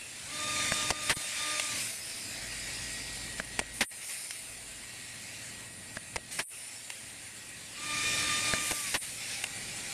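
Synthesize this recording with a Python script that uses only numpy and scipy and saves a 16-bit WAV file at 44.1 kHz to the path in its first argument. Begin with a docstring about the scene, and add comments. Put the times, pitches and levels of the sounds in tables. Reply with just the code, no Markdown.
"""A pneumatic riveter over a cardboard-covered bench. Suction air hisses throughout, over a low rumble.
At 0.25 s a workshop motor spins up with a rush of air. At 0.7 s the first rivet cycle starts:
the trigger valve clacks, the stem snaps, the piston vents in a blast, the level dips briefly,
and the spent stem ticks up the tube. Two more cycles follow at 3.4 and 6 s.
At 7.7 s the motor runs again, into the fourth cycle at 8.5 s."""
import sys
import numpy as np
from scipy import signal
from scipy.fft import rfft, irfft
from scipy.io import wavfile
from scipy.ndimage import uniform_filter1d

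SR = 44100
rng = np.random.default_rng(int(sys.argv[2]) if len(sys.argv) > 2 else 0)


def unload_wav(signal):
    """Save mono or channel-first audio to the path in sys.argv[1] as 16-bit WAV at rate SR, clipped to [-1, 1]."""
    wavfile.write(
        sys.argv[1],
        SR,
        np.round(np.clip(np.atleast_2d(signal).T, -1, 1) * 32767).astype(np.int16),
    )


N = 437913
TIME_S = np.arange(N) / SR

# Noise spectra. Each row: frequency in Hz, relative density in dB.
RUMBLE_SPECTRUM = [(20, -10), (50, -6), (78, -2.5), (115, -2), (145, -2), (260, -1.5), (400, -10),
                   (600, -10.5), (1200, -17.5)]
WEAK_JET_SPECTRUM = [(300, -13), (550, -7.5), (800, -7.5), (1100, -11), (1450, -7.5), (1950, 0.5),
                     (2650, 0.5), (3150, -4.5), (4500, -3), (6100, -9), (7000, -5.5), (7600, 0.5),
                     (8300, -11), (9500, -27)]
STRONG_JET_SPECTRUM = [(300, -23), (550, -6.5), (900, -11.5), (1350, -7.5), (1700, -2), (2400, 4),
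                       (3150, -4), (3700, -0.5), (5500, -2), (6500, -2.5), (7800, -1.5), (8500, -5),
                       (9500, -20.5)]
SIZZLE_SPECTRUM = [(7200, -12), (8200, -8), (8800, -2.5), (9300, 1), (9700, -3), (10200, -10), (11000, -38)]
FIZZ_SPECTRUM = [(9000, -20), (10200, -0.5), (11000, 3), (12000, -4.5), (13500, -4.5), (15000, -26)]
CRACK_SPECTRUM = [(200, -3.5), (600, 2.5), (1000, 2.5), (1300, -8.5), (1700, 3), (2500, 3), (3600, -6.5),
                  (5300, -4), (6800, -7.5), (9200, -2.5), (10500, -19), (14000, -27)]
EXHAUST_SPECTRUM = [(30, 4), (70, -7.5), (230, 3.5), (500, -3), (1000, 1.5), (1350, -4.5), (1750, 6),
                    (2500, 1.5), (3500, -2), (5500, -4), (6600, -8.5), (8000, -10), (9300, -4),
                    (10500, -11.5), (14000, -22)]
TUBE_SPECTRUM = [(100, -24), (350, -22), (560, -7.5), (800, -7), (1600, -7.5), (2200, 1), (2900, 5.5),
                 (3800, -7.5), (5000, -3), (6500, -10), (9200, -3.5), (10500, -10), (14000, -26)]
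# Level curves. Each row: time in seconds, relative level in dB.
RUMBLE_CURVE = [(0, -55.5), (1.95, -59), (2.3, -50.5), (3.4, -49.5), (4.5, -57.5), (5.9, -52.5),
                (7.05, -55.5), (7.3, -59.5), (7.5, -56), (8.85, -55), (9.1, -46), (9.93, -51.5)]
FIRST_RUN_CURVE = [(.25, -61), (.42, -44.5), (.6, -44.5), (.7, -50.5), (.82, -42), (.96, -51),
                   (1.08, -47.5), (1.28, -59.5), (1.48, -43.5), (1.84, -54)]
SECOND_RUN_CURVE = [(7.72, -56), (7.85, -49.5), (7.93, -41.5), (8.06, -49), (8.3, -43), (8.44, -48.5),
                    (8.52, -42), (8.68, -50), (8.83, -51), (8.93, -62)]
SUCTION_CURVE = [(0, -47.5), (.3, -44), (1.95, -44.5), (2.7, -41), (3.25, -43), (3.5, -45), (4.5, -48),
                 (5.45, -45.5), (5.7, -49.5), (6.3, -48.5), (6.7, -48), (7.65, -48), (8.9, -37),
                 (9.05, -42), (9.55, -42.5), (9.93, -40)]
# Hum in the rumble. Each row: frequency in Hz, relative level in dB.
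HUM_LINES = [(96, -13.5), (115, -6.5)]
# Workshop whines. Each row: start and end in seconds, frequency in Hz, level in dB.
WHINES = [(1.7, 3.2, 658, -67.5), (4.25, 4.896, 653, -65.5), (5.3, 7.3, 661, -72.5),
          (9.093, 10.3, 804, -64)]
# Workshop drone and suction whistle. Each row: start and end in seconds, level in dB.
DRONES = [(2.25, 3.95, -55.5), (4.35, 4.95, -61.5)]
WHISTLES = [(2.3, 4.05, -54), (4.75, 6.5, -60), (7.0, 7.8, -63.5), (9.3, 10.2, -57.5)]
# Motor runs. Each row: start and end in seconds, full shaft rate in Hz.
MOTOR_RUNS = [(.25, 1.84, 302.8), (7.72, 8.93, 301.0)]
# Shaft harmonics. Each row: multiple of the shaft rate, relative dB in the first run, in the second.
LOW_HARMONICS = [(1, -11, -11.5), (2, -9.5, -20), (3, -14, -16), (4, 0, 0)]
HIGH_HARMONICS = [(6, -16.5, -12), (8, -16, -7), (10, -28, -17.5), (12, -8.5, -10)]
# Rushes of air. Each row: start, end, rise and fall in seconds, level before droop in dB.
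RUSHES = [(.2, 1.97, .4, 0.18, -33.5), (7.7, 9, 0.41, 0.51, -32), (9.12, 9.47, 0.22, 0.16, -37.5)]
# Spits of bright air. Each row: start in seconds, sizzle and fizz levels in dB.
SPITS = [(1.71, -41, -46.5), (4.0, -41.5, -49.5), (8.58, -38, -44.5)]
# Jet on a nose piece edge. Each row: start and end in seconds, starting pitch in Hz, level in dB.
EDGE_TONES = [(1.7, 3.3, 5134, -50.5), (4.0, 4.4, 5300, -54), (6.5, 6.896, 5440, -58),
              (9.12, 9.468, 5380, -51)]
# Valve leaks. Each row: start and length in seconds, level in dB.
SPURTS = [(3.38, .019, -44), (4.012, .04, -49), (4.092, .035, -43.5), (5.953, 0.0183, -47),
          (6.3105, 0.085, -44)]
# Level dips. Each row: deepest point in seconds, depth in dB, recovery in seconds.
DIPS = [(1.147, 18, .018), (3.876, 27, .04), (6.458, 26, .058), (8.995, 17, .024)]
# Valve, tool body and spent stem modes. Each row: frequency in Hz, relative level in dB, T60 in seconds.
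VALVE_MODES = [(223, -7, 0.024), (650, -8.5, 0.031), (1680, 1.5, 0.013), (1900, -6, 0.017),
               (2700, -30, 0.01)]
HOUSING_MODES = [(91.5, 0.5, 0.035), (259, 5, 0.011), (463, 3.5, 0.0083)]
STEM_MODES = [(2150, 3, 0.027), (2730, 8, .022), (3030, 0, 0.016)]
# Valve clacks, stem ticks, tool bumps in the hand. Each row: start in seconds, relative level in dB.
CLACKS = [(0.7208, -15), (3.3997, -20), (5.9703, -23), (8.5367, -14)]
TICKS = [(1.597, -25), (4.308, -32.5), (6.902, -33), (6.921, -48), (9.4395, -25.5), (9.4442, -38),
         (9.467, -41)]
BUMPS = [(1.1694, -32.5)]
# Stem breaks. Each row: start in seconds, crack level in dB, then delay in seconds and relative level
# in dB for the piston stop, and the same pair for the recoil.
SNAPS = [(0.9036, -21, 0.0052, -23.5, 0.018, -22.5), (3.5915, -20, 0.0062, -26.5, 0.023, -24.5),
         (6.1587, -27, .0055, -26, .0228, -31), (8.7101, -26.5, 0.0076, -26, 0.02, -26)]
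# Exhaust blasts. Each row: start in seconds, level in dB, hold and total length in seconds.
BLASTS = [(1.094, -23.5, 0.015, 0.052), (3.8068, -23.5, 0.01, 0.045), (6.388, -28, 0.0096, 0.043),
          (8.941, -25.5, 0.01, 0.044)]

CLACK_LULL = dict(depth_db=3, recovery_s=0.17)
SNAP_LULL = dict(depth_db=3.1, recovery_s=0.22)
BLAST_LULL = dict(depth_db=2.6, recovery_s=0.33)
BLEED_LEAD_S = 0.085  # the returning piston bleeds air ahead of each blast


def gain(db):
    """dB to amplitude."""
    return 10 ** (np.asarray(db) / 20)


def unit_rms(x):
    """Scales to rms 1."""
    return x / np.sqrt(np.mean(x ** 2) + 1e-20)


def curve_db(rows):
    """Level curve, per sample."""
    return np.interp(TIME_S, *np.transpose(rows))


def add(mix, start_s, sound):
    """Mixes a sound in."""
    part = mix[round(start_s * SR):][:len(sound)]
    part += sound[:len(part)]


def noise(spectrum, size=N):
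    """Shaped noise, rms 1."""
    hz, db = np.transpose(spectrum)
    bins_hz = np.fft.rfftfreq(size, 1 / SR)
    shape_db = np.interp(np.log(bins_hz + 1), np.log(hz), db)
    band = np.interp(bins_hz, [hz[0] / 2, hz[0], hz[-1], hz[-1] * 2], [0, 1, 1, 0])
    phases = np.exp(2j * np.pi * rng.random(len(bins_hz)))
    return unit_rms(irfft(gain(shape_db) * band * phases, size))


def waver(rate_hz):
    """Slow random drift, rms 1."""
    hz = np.fft.rfftfreq(N // 64, 64 / SR)
    slow = irfft(rfft(rng.standard_normal(N // 64)) / (1 + (hz / rate_hz) ** 2))
    return unit_rms(np.interp(TIME_S, np.linspace(0, TIME_S[-1], len(slow)), slow))


def tone(hz, wander, shimmer_db):
    """Sine wavering in pitch and level."""
    turns = np.cumsum(hz * (1 + wander * waver(13.1))) / SR
    return np.sqrt(2) * gain(shimmer_db * waver(23)) * np.sin(2 * np.pi * turns)


def fuzzy_tone(hz, half_width_hz):
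    """Narrow noise band on a moving pitch."""
    carrier = np.exp(2j * np.pi * np.cumsum(hz) / SR)
    white = rng.standard_normal(N) + 1j * rng.standard_normal(N)
    band = signal.lfilter(*signal.butter(2, half_width_hz, fs=SR), white)
    return unit_rms((band * carrier).real)


def burst(spectrum, rise_s, hold_s, decay_s):
    """Hard contact: a dense, short ring."""
    t = np.arange(1024) / SR
    envelope = np.minimum(t / rise_s, 1) * np.exp(-np.maximum(t - hold_s, 0) / decay_s)
    return unit_rms(noise(spectrum, len(t)) * envelope) * np.sqrt(np.mean(envelope ** 2))


def ring(modes):
    """Damped modes struck together."""
    t = np.arange(4096) / SR
    return sum(gain(db - 60 * t / t60_s) * np.sin(2 * np.pi * hz * t) for hz, db, t60_s in modes)


def swell(start_s, end_s, rise_s, fall_s):
    """Trapezoid envelope."""
    return np.clip(np.minimum((TIME_S - start_s) / rise_s, (end_s - TIME_S) / fall_s), 0, 1)


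def puff(start_s, rise_s, decay_s):
    """Linear rise, exponential decay."""
    age_s = TIME_S - start_s
    return np.clip(age_s / rise_s, 0, 1) * np.exp(-np.maximum(age_s - rise_s, 0) / decay_s)


def spells(rows, fade_s):
    """Amplitude fading in and out per row."""
    return sum(gain(db) * swell(start_s, end_s, fade_s, fade_s) for start_s, end_s, db in rows)


def lull_db(events, depth_db, recovery_s, sink_s=0.017):
    """Loss after each event: quick drop, steady recovery."""
    return depth_db * sum(np.interp(TIME_S, [s, s + sink_s, s + recovery_s], [0, 1, 0])
                          for s, *_ in events)


def airflow(droop_db_per_s=2.0, rush_lull_scale=2.9):
    """Lull loss in dB, suction and rush amplitudes. Rushes fall back furthest."""
    pull_db = lull_db(SNAPS, **SNAP_LULL) + lull_db(BLASTS, **BLAST_LULL)
    lost_db = lull_db(CLACKS, **CLACK_LULL) + pull_db
    rush = sum(gain(db - droop_db_per_s * (TIME_S - start_s)) * swell(start_s, end_s, rise_s, fall_s)
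               for start_s, end_s, rise_s, fall_s, db in RUSHES)
    return lost_db, gain(curve_db(SUCTION_CURVE) - lost_db), rush * gain(-rush_lull_scale * pull_db)


def workshop():
    """Rumble and hum, up with each rush, hushed after each blast; faint whines and a deep drone."""
    lost_db, _, rush = airflow()
    hush_db = 6.5 * sum(swell(s, s + 0.65, 0.02, 0.092) for s, *_ in BLASTS)
    level = np.hypot(gain(curve_db(RUMBLE_CURVE) - 0.99 * lost_db), gain(-13.5) * rush)
    hum = sum(gain(db) * tone(hz, wander=0.0116, shimmer_db=0.5) for hz, db in HUM_LINES)
    rumble = (noise(RUMBLE_SPECTRUM) + hum) * level * gain(-1.5 - hush_db + 0.5 * waver(28))
    whines = sum(gain(db) * tone(hz, wander=0.0024, shimmer_db=4) * swell(start_s, end_s, 0.2, 0.2)
                 for start_s, end_s, hz, db in WHINES)
    drone = spells(DRONES, fade_s=0.21) * tone(hz=52.8, wander=0.015, shimmer_db=1)
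    return rumble + whines + drone


def motor(run, curve, shimmer_db=2, droop_db_per_s=3, dropout_db=11):
    """Shaft harmonics glide up, sputter and sink. High ones need near full speed and follow the rush."""
    start_s, end_s, full_hz = MOTOR_RUNS[run]
    age_s, left_s = np.maximum(TIME_S - start_s, 0), np.maximum(end_s - TIME_S, 0)
    speed = 1 - 0.22 * np.exp(-age_s / 0.03) - 0.136 * np.exp(-left_s / 0.062)
    turns = np.cumsum(full_hz * speed * (1 + 0.0036 * waver(24.6))) / SR
    _, _, rush = airflow()
    at_speed = np.clip((speed - 1) / 0.034 + 1, 0, 1)
    low = gain(curve_db(curve) + 1.1) * swell(start_s, end_s, 0.06, 0.06)
    high = gain(2 - droop_db_per_s * age_s) * rush * at_speed
    sputter = gain(-dropout_db * np.clip(2 * (waver(26) - 1.05), 0, 1))

    def stack(rows):
        return sum(gain(db[run] + shimmer_db * waver(24))
                   * np.sin(2 * np.pi * (multiple * turns + rng.random())) for multiple, *db in rows)

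    return np.sqrt(2) * sputter * (low * stack(LOW_HARMONICS) + high * stack(HIGH_HARMONICS))


def suction_whistle(floor_db=-69):
    """Thin whistle of the suction, swelling in spells."""
    level = np.hypot(spells(WHISTLES, fade_s=0.19), gain(floor_db))
    return level * tone(hz=1906.5, wander=0.00091, shimmer_db=2.5)


def air_levels(quiet_db=-48, lag_s=0.072):
    """Hiss, sizzle and fizz amplitudes from suction, rushes, piston bleed and spits."""
    _, suction, rush = airflow()
    hiss = np.hypot(suction, rush)
    # sizzle and fizz build later than the hiss and sink further after a snap
    lagged = np.minimum(hiss, np.interp(TIME_S - lag_s, TIME_S, hiss))
    excess_db = 20 * np.log10(lagged) - quiet_db
    choke_db = 1.7 * lull_db(SNAPS, **SNAP_LULL)
    bleed = sum(puff(s - BLEED_LEAD_S, rise_s=0.022, decay_s=0.38) for s, *_ in BLASTS)
    sizzle = np.hypot(gain(-51.5 + 0.71 * excess_db - choke_db), gain(-44.5) * bleed)
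    fizz = np.hypot(gain(-61.5 + 0.59 * excess_db - choke_db), gain(-53.5) * bleed)
    levels = np.array([hiss, sizzle, fizz])
    for start_s, sizzle_db, fizz_db in SPITS:
        peaks = gain([sizzle_db - 6.5, sizzle_db, fizz_db])
        levels = np.hypot(levels, peaks[:, None] * puff(start_s, rise_s=0.093, decay_s=0.31))
    return levels


def air_jet(weak_db=-49, strong_db=-37, flutter_db=0.47, sputter_db=0.3):
    """A weak jet shows the port resonances; strong flow fills the valleys between them."""
    hiss, sizzle, fizz = air_levels()
    force = np.clip((20 * np.log10(hiss) - weak_db) / (strong_db - weak_db), 0, 1)
    body = np.sqrt(1 - force) * noise(WEAK_JET_SPECTRUM) + np.sqrt(force) * noise(STRONG_JET_SPECTRUM)
    top = (sizzle * noise(SIZZLE_SPECTRUM) + fizz * noise(FIZZ_SPECTRUM)) * gain(sputter_db * waver(22))
    return (gain(-0.67) * hiss * body + top) * gain(flutter_db * waver(28))


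def edge_tones(sink_hz_per_s=270, fade_s=0.095):
    """The jet sings on an edge of the nose piece, sinking in pitch."""
    return sum(gain(db) * swell(start_s, end_s, fade_s, fade_s)
               * fuzzy_tone(hz - sink_hz_per_s * (TIME_S - start_s), half_width_hz=230)
               for start_s, end_s, hz, db in EDGE_TONES)


def nozzle_tone(hz=9350, db=-56, sag_hz=270, lead_s=0.41, lag_s=0.49, fade_s=0.17):
    """The nozzle sings while it holds a rivet; each blast pulls the pitch down."""
    held = sum(swell(clack[0] - lead_s, blast[0] + lag_s, fade_s, fade_s)
               for clack, blast in zip(CLACKS, BLASTS))
    sag = sum(puff(s - BLEED_LEAD_S, BLEED_LEAD_S, decay_s=0.2) for s, *_ in BLASTS)
    return gain(db) * held * fuzzy_tone(hz - sag_hz * sag, half_width_hz=99)


def valve_leaks(fade_s=0.0015):
    """The trigger valve leaks as it moves."""
    out = np.zeros(N)
    for start_s, length_s, db in SPURTS:
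        t = np.arange(round(length_s * SR)) / SR
        gate = np.minimum(1, np.minimum(t, t[::-1]) / fade_s)
        add(out, start_s, gain(db) * noise(STRONG_JET_SPECTRUM, SR)[:len(t)] * gate)
    return out


def turbulence(x, depth_db=2.1, frame=512):
    """Patches of spectrum, a few hundred Hz wide, swell and fade."""
    spectra = signal.stft(x, nperseg=frame)[2]
    patches = uniform_filter1d(rng.standard_normal(spectra.shape), size=3, axis=0)
    patches = uniform_filter1d(patches, size=12, axis=1)
    return signal.istft(spectra * gain(depth_db * unit_rms(patches)), nperseg=frame)[1][:N]


def dip_after_blasts(x, split_hz=7800, sink_s=0.029):
    """The level below the split dips briefly."""
    dip_db = sum(depth_db * np.interp(TIME_S, [s - sink_s, s, s + recovery_s], [0, 1, 0]) ** 0.7
                 for s, depth_db, recovery_s in DIPS)
    low = signal.oaconvolve(x, signal.firwin(201, split_hz, fs=SR), "same")
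    return x - low + low * gain(-dip_db)


def exhaust(rise_s=0.0021):
    """The cylinder dumps its air: brief full pressure, then it runs out."""
    out = np.zeros(N)
    t = np.arange(4096) / SR
    for start_s, db, hold_s, length_s in BLASTS:
        fall = np.clip((length_s - t) / (length_s - hold_s), 0, 1) ** 1.82
        pressure = np.minimum(t / rise_s, 1) * fall
        add(out, start_s, gain(db) * pressure * noise(EXHAUST_SPECTRUM, len(t)))
    return out


def riveter_impacts():
    """Valve, breaking stem, piston stop, recoil, spent stem in the tube, bump in the hand."""
    out = np.zeros(N)
    for s, db in CLACKS:
        add(out, s, gain(db - 3) * ring(VALVE_MODES))
        add(out, s, gain(db - 12) * burst(CRACK_SPECTRUM, rise_s=0.00021, hold_s=0.001, decay_s=0.0028))
    for s, crack_db, stop_s, stop_db, recoil_s, recoil_db in SNAPS:
        crack = burst(CRACK_SPECTRUM, rise_s=0.0005, hold_s=0.002, decay_s=0.0024)
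        stop = burst(CRACK_SPECTRUM, rise_s=0.0007, hold_s=0.002, decay_s=0.0018)
        add(out, s, gain(crack_db) * crack)
        add(out, s + stop_s, gain(stop_db) * stop)
        add(out, s + stop_s, gain(stop_db - 9) * ring(HOUSING_MODES))
        add(out, s + recoil_s, gain(recoil_db) * ring([(600, -6, 0.024), (390, -17, 0.02)]))
    for s, db in TICKS:
        add(out, s, gain(db) * burst(TUBE_SPECTRUM, rise_s=0.0005, hold_s=0.0022, decay_s=0.0018))
        add(out, s, gain(db - 9) * ring(STEM_MODES))
    for s, db in BUMPS:
        add(out, s, gain(db) * ring([(157, 2.5, 0.028), (268, -5, 0.024)]))
    return out


def scene():
    """Close and dry, both channels alike."""
    jet = air_jet() + edge_tones() + nozzle_tone() + valve_leaks()
    bed = turbulence(jet) + workshop() + suction_whistle()
    bed += motor(0, FIRST_RUN_CURVE) + motor(1, SECOND_RUN_CURVE)
    mono = dip_after_blasts(bed) + riveter_impacts() + exhaust()
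    return np.array([mono, mono])


def record(dry, cutoff_hz=14100):
    """Low-pass band limit."""
    taps = signal.firwin(511, cutoff_hz, window=("kaiser", 9), fs=SR)
    return signal.oaconvolve(dry, taps[None], "same", axes=1)


dry = scene()
out = record(dry)
unload_wav(out)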